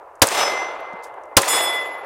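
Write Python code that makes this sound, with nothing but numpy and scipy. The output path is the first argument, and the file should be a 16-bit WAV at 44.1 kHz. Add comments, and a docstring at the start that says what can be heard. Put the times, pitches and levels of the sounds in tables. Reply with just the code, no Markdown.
"""Two pistol shots at the edge of a wood, over the dying echo of an earlier one.
Each blast is a sharp shock wave plus fading noise and short rings, and it overloads the microphone.
The trees throw back a swelling, darkening wash of noise, and a steel plate rings downrange as a set of
beating tones. The clacks of the action, small ticks, a soft bump and a rustle are short bursts of noise.
A faint hiss and an outdoor rumble lie underneath."""
import sys
import numpy as np
from scipy import signal
from scipy.fft import rfft, irfft
from scipy.io import wavfile

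SR = 44100
rng = np.random.default_rng(int(sys.argv[2]) if len(sys.argv) > 2 else 0)


def unload_audio(sound):
    """Save the sound as a 16-bit wav file, at the path given as the first command line argument."""
    columns = np.transpose(np.atleast_2d(sound))
    # keep every value between -1 and 1, then stretch to whole-number steps
    steps = np.round(np.clip(columns, -1, 1) * 32767)
    wavfile.write(sys.argv[1], SR, steps.astype(np.int16))


N = 90405
T = np.arange(N) / SR  # time in seconds

# The shots; the first comes before the sound begins, so only its echo is left.
# Each row: start in seconds, level of the blast in dB, level of the echo in dB.
SHOTS = [(-1.04, 0, -2.5), (0.2192, 3, 0.16), (1.3686, 3.5, -1)]


def from_db(db):
    """Turn decibels into a gain."""
    return 10 ** (np.asarray(db) / 20)


def rms_one(x):
    """Scale a sound to an rms (average strength) of 1."""
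    return x / np.sqrt(np.mean(x ** 2) + 1e-20)


def noise(low_hz, high_hz):
    """Make noise between two frequencies, with an rms of 1."""
    band = [low_hz, min(high_hz, .45 * SR)]
    sos = signal.butter(2, band, "band", fs=SR, output="sos")
    white = rng.standard_normal(N + SR)
    return rms_one(signal.sosfilt(sos, white)[SR:])  # drop the second in which the filter settles


def noise_around(centre_hz):
    """Make noise in a narrow band around one frequency."""
    width = 1.31  # band edges as a ratio to the centre
    return noise(centre_hz / width, centre_hz * width)


def drift(rate_hz):
    """Make a smooth random wander around zero, with an rms of 1."""
    hz = np.arange(N // 2 + 1) * SR / N
    spectrum = rfft(rng.standard_normal(N))
    return rms_one(irfft(spectrum / (1 + (hz / rate_hz) ** 4), N))


def bands(table):
    """Split white noise into third octaves; give each at its table level, with the table's last column."""
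    hz, level_db, extra = np.transpose(table)
    table_octave = np.log2(hz)
    white = rfft(rng.standard_normal(N)) * np.sqrt(SR / 2)  # 0 dB per Hz
    octave = np.log2(np.arange(N // 2 + 1) * SR / N + 1)
    for centre in np.arange(14, 44) / 3:
        distance = np.clip(3 * (octave - centre), -1, 1)
        window = np.cos(np.pi / 2 * distance) ** 2  # neighbouring bands overlap
        gain = from_db(np.interp(centre, table_octave, level_db))
        yield irfft(white * window, N) * gain, np.interp(centre, table_octave, extra)


def envelope(start, t60, attack=0, hold=0):
    """Rise in a straight line, hold (counted from the start), then fall by 60 dB in every t60 seconds."""
    age = T - start
    rise = np.clip(age / (attack + 1 / SR), 0, 1)
    return rise * np.exp(-np.log(1000) * np.maximum(age - hold, 0) / t60)


def ring(start, hz, t60):
    """A struck mode is a sine that starts at once and dies away."""
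    return np.sin(2 * np.pi * hz * (T - start)) * envelope(start, t60)


def background():
    """A faint hiss and an outdoor rumble are two steady bands of noise."""
    hiss = from_db(-73) * noise(100, 13000)
    rumble = from_db(-69.5) * noise(30, 110)
    return hiss + rumble


def wood():
    """The echo swells as the blast reaches the trees, then thins with distance and loses its treble."""
    # The echo from the trees, before the level of each shot is added.
    # Each row: frequency in Hz, level in dB per Hz, loss to air and leaves in dB per second.
    echo_bands = [(40, -85.5, 10.5), (110, -69.5, 12), (203, -70, 12.5), (354, -56.5, -2), (625, -49, -3.5),
                  (990, -49, -2), (1560, -54, 5), (2410, -54.5, 15), (4400, -59, 34), (8500, -56, 67.5),
                  (14700, -69, 86.5)]
    treeline_s, swell_s = 0.2, 0.053  # round trip to the trees, build-up
    clearing_db = -8.5  # level before the swell
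    spread_power = 1.502  # how steeply it falls with distance
    trunk_grain_db, trunks_per_s = 1.5, 90  # roughness of the echo

    ages = np.array([np.maximum(T - start, 0) for start, _, _ in SHOTS])
    levels = from_db([[echo_db] for _, _, echo_db in SHOTS])
    swell = np.exp(-.5 * (np.minimum(ages - treeline_s, 0) / swell_s) ** 2)
    build_up = swell + from_db(clearing_db) * (1 - swell)
    spreading = np.maximum(ages / treeline_s, 1) ** -spread_power
    shapes = levels * (ages > 0) * build_up * spreading
    coarse = slice(None, None, 40)  # work out the slow gains at every 40th sample
    out = 0
    for band, loss in bands(echo_bands):
        gains = shapes[:, coarse] * from_db(-loss * ages[:, coarse])
        total_gain = np.linalg.norm(gains, axis=0)  # the echoes add as energy
        out = out + band * np.interp(T, T[coarse], total_gain)
    return out * from_db(trunk_grain_db * drift(trunks_per_s))


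def clicks():
    """Clacks of the action and small handling ticks are short bursts of narrow noise."""
    # Each row: start in seconds, level in dB, centre in Hz, time to fall by 60 dB in seconds.
    click_rows = [(.154, -52, 7500, .03), (.196, -55, 8500, .012), (.2702, -14, 8300, .025),
                  (.2877, -13, 6000, .007), (.804, -53, 11000, .02), (.932, -52, 6000, .015),
                  (1.025, -53, 5000, .03), (1.141, -57, 8000, .02), (1.236, -52, 6500, .02),
                  (1.255, -59, 8000, .02), (1.4177, -14, 8300, .025), (1.4323, -13, 1900, .025)]
    return sum(from_db(db) * noise_around(hz) * envelope(start, t60) for start, db, hz, t60 in click_rows)


def blasts():
    """An ignition crack, a shock wave, a jet of gas, and quick scatter and ringing from close by."""
    # The muzzle blast scattered off the nearby ground, before the level of each shot is added.
    # Each row: frequency in Hz, level in dB per Hz, time to fall by 60 dB in seconds.
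    scatter_bands = [(40, -36.5, 0.04), (110, -29, 0.054), (250, -32, 0.065), (550, -35, 0.13),
                     (1114, -30.5, 0.086), (2000, -31.5, 0.051), (4300, -37.5, 0.068), (8500, -35, 0.053),
                     (14800, -47, 0.059)]
    # The hollow ring of the shooting position, before the level of each shot is added.
    # Each row: frequency in Hz, level in dB, time to fall by 60 dB in seconds.
    hollow_modes = [(100, -9, 0.059), (549, -8.5, 0.14), (770, -16.5, .1), (1040, -5, 0.083)]
    shock_s = .0005  # time for the shock's pressure to fall through zero
    lead_s = 0.0014  # the crack of ignition comes just ahead of the blast

    out = np.zeros(N)
    scatter = list(bands(scatter_bands))
    for start, blast_db, _ in SHOTS:
        lead = from_db(-13.5) * noise(1700, 3500) * envelope(start - lead_s, 0.025)
        phase = np.maximum(T - start, 0) / shock_s
        shock = from_db(13) * (T > start) * (1 - phase) * np.exp(-phase)
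        jet = from_db(13.5) * noise(3000, 9000) * envelope(start, 0.013)  # gas leaving the muzzle
        near = sum(band * envelope(start, t60) for band, t60 in scatter)
        hollow = sum(from_db(db) * ring(start, hz, t60) for hz, db, t60 in hollow_modes)
        out += from_db(blast_db) * (lead + shock + jet + near + hollow)
    return out


def plates():
    """A splash, then each steel mode beats with its twin and arrives by many paths, so it wavers as it dies."""
    # The bullets striking steel.
    # Each row: start in seconds, attack in seconds, change of the ring in dB, level of the splash in dB.
    hits = [(.295, 0.081, 0.3, -44), (1.476, 0.0063, 2.36, -23)]
    # One list of modes for each hit, held up by the echoes; each mode has a close twin that beats with it.
    # Each row: frequency in Hz, rms level in dB with the beating and fading included (before the envelope
    # and the hit's change), hold in seconds, time to fall by 60 dB in seconds, distance to the twin in Hz,
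    # strength of the twin as a share.
    plate_modes = [
        [(2064, -31, .29, 1.8, 2.2, .42), (3381, -37, .12, .85, 11, .3), (3560, -39.5, .11, .8, 14, .4),
         (3860, -40, .12, .52, 5, .3), (4753, -46, .12, .6, 12, .4), (5229, -31.5, .17, .52, 4, .4),
         (5959, -33.5, .21, .58, 4.3, .55), (7220, -38, .11, .58, 14, .5), (8053, -48, .12, .52, 17, .5),
         (8263, -45, .11, .45, 13, .5), (9310, -46, .11, .72, 15, .5), (10887, -52, .11, .6, 19, .5),
         (11560, -44.5, .13, .47, 11, .5), (13470, -57, .11, .7, 13, .5), (14372, -55, .11, .5, 18, .5)],
        [(2021, -29.5, .35, .8, 5.5, .4), (3438, -28, .27, .44, 6.5, .15), (3752, -43, .1, .55, 5, .3),
         (5127, -34.5, .15, .55, 7.5, .35), (7027, -29, .04, .62, 12, .45), (8027, -36, .15, .47, 9, .3),
         (8349, -31, .09, .45, 8, .2), (9105, -36, .15, .42, 8.5, .45), (10487, -40, .06, .4, 13, .5),
         (11142, -30, .05, .82, 16.3, .7), (13141, -38, .12, .62, 9, .7), (14061, -41, .12, .37, 14, .5),
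         (15040, -55, .05, .8, 12, .6)],
    ]
    splash_t60_s = .14
    # Echoes interfere with the ring: size of the wander (radians, share of level), mode cycles per fade.
    fading, fade_cycles = .21, 420

    out = np.zeros(N)
    for (start, attack, ring_db, splash_db), modes in zip(hits, plate_modes):
        # the bullet shattering on the steel
        splash = noise(1500, 14400) * envelope(start, splash_t60_s, attack, attack)
        out += from_db(splash_db) * splash
        for hz, mode_db, hold, t60, split, twin in modes:
            phase = 2 * np.pi * hz * T + fading * drift(hz / fade_cycles)
            twin_phase = phase + 2 * np.pi * split * (T - start)
            pair = np.cos(phase) - twin * np.cos(twin_phase)
            wavering = rms_one(pair * (1 + fading * drift(hz / fade_cycles)))
            out += from_db(ring_db + mode_db) * wavering * envelope(start, t60, attack, hold)
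    return out


def bump():
    """A soft bump is a short burst of low noise."""
    attack_s = 0.0033
    return from_db(-39) * noise_around(200) * envelope(.932, 0.06, attack_s, attack_s)


def rustle():
    """A rustle is a short burst of high noise whose level flutters quickly."""
    attack_s = 0.01
    flutter_db = 1.4 * drift(180)
    return from_db(-44 + flutter_db) * noise(3660, 10800) * envelope(1.03, 0.12, attack_s, attack_s)


def scene():
    """Add everything up at one microphone."""
    return (background() + wood() + clicks() + blasts() + plates() + bump() + rustle())[None]


def record(dry):
    """The input clips softly, a limiter ducks a few milliseconds late, and the top is cut."""
    overload = 0.95  # highest level the input can reach
    limit_db, limit_depth_db = -7.5, 5  # where the limiter starts, the most it takes away
    attack_s, release_db_per_s = 0.0067, 238.5
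    cutoff_hz = 15900

    clipped = overload * np.tanh(dry / overload)
    level_db = 20 * np.log10(np.abs(dry) + 1e-9)
    over_db = np.clip(level_db - limit_db, 0, limit_depth_db)
    # follow each peak at once, then let go at a steady rate
    release_db = release_db_per_s * T
    held_db = np.maximum.accumulate(over_db + release_db, axis=-1) - release_db
    r = np.exp(-1 / (attack_s * SR))
    duck_db = signal.lfilter([1 - r], [1, -r], held_db)  # smoothing makes it late
    limited = clipped * from_db(-duck_db)
    top_cut = signal.ellip(12, .1, 80, cutoff_hz, fs=SR, output="sos")
    return signal.sosfilt(top_cut, limited)


dry = scene()
out = record(dry)
unload_audio(out)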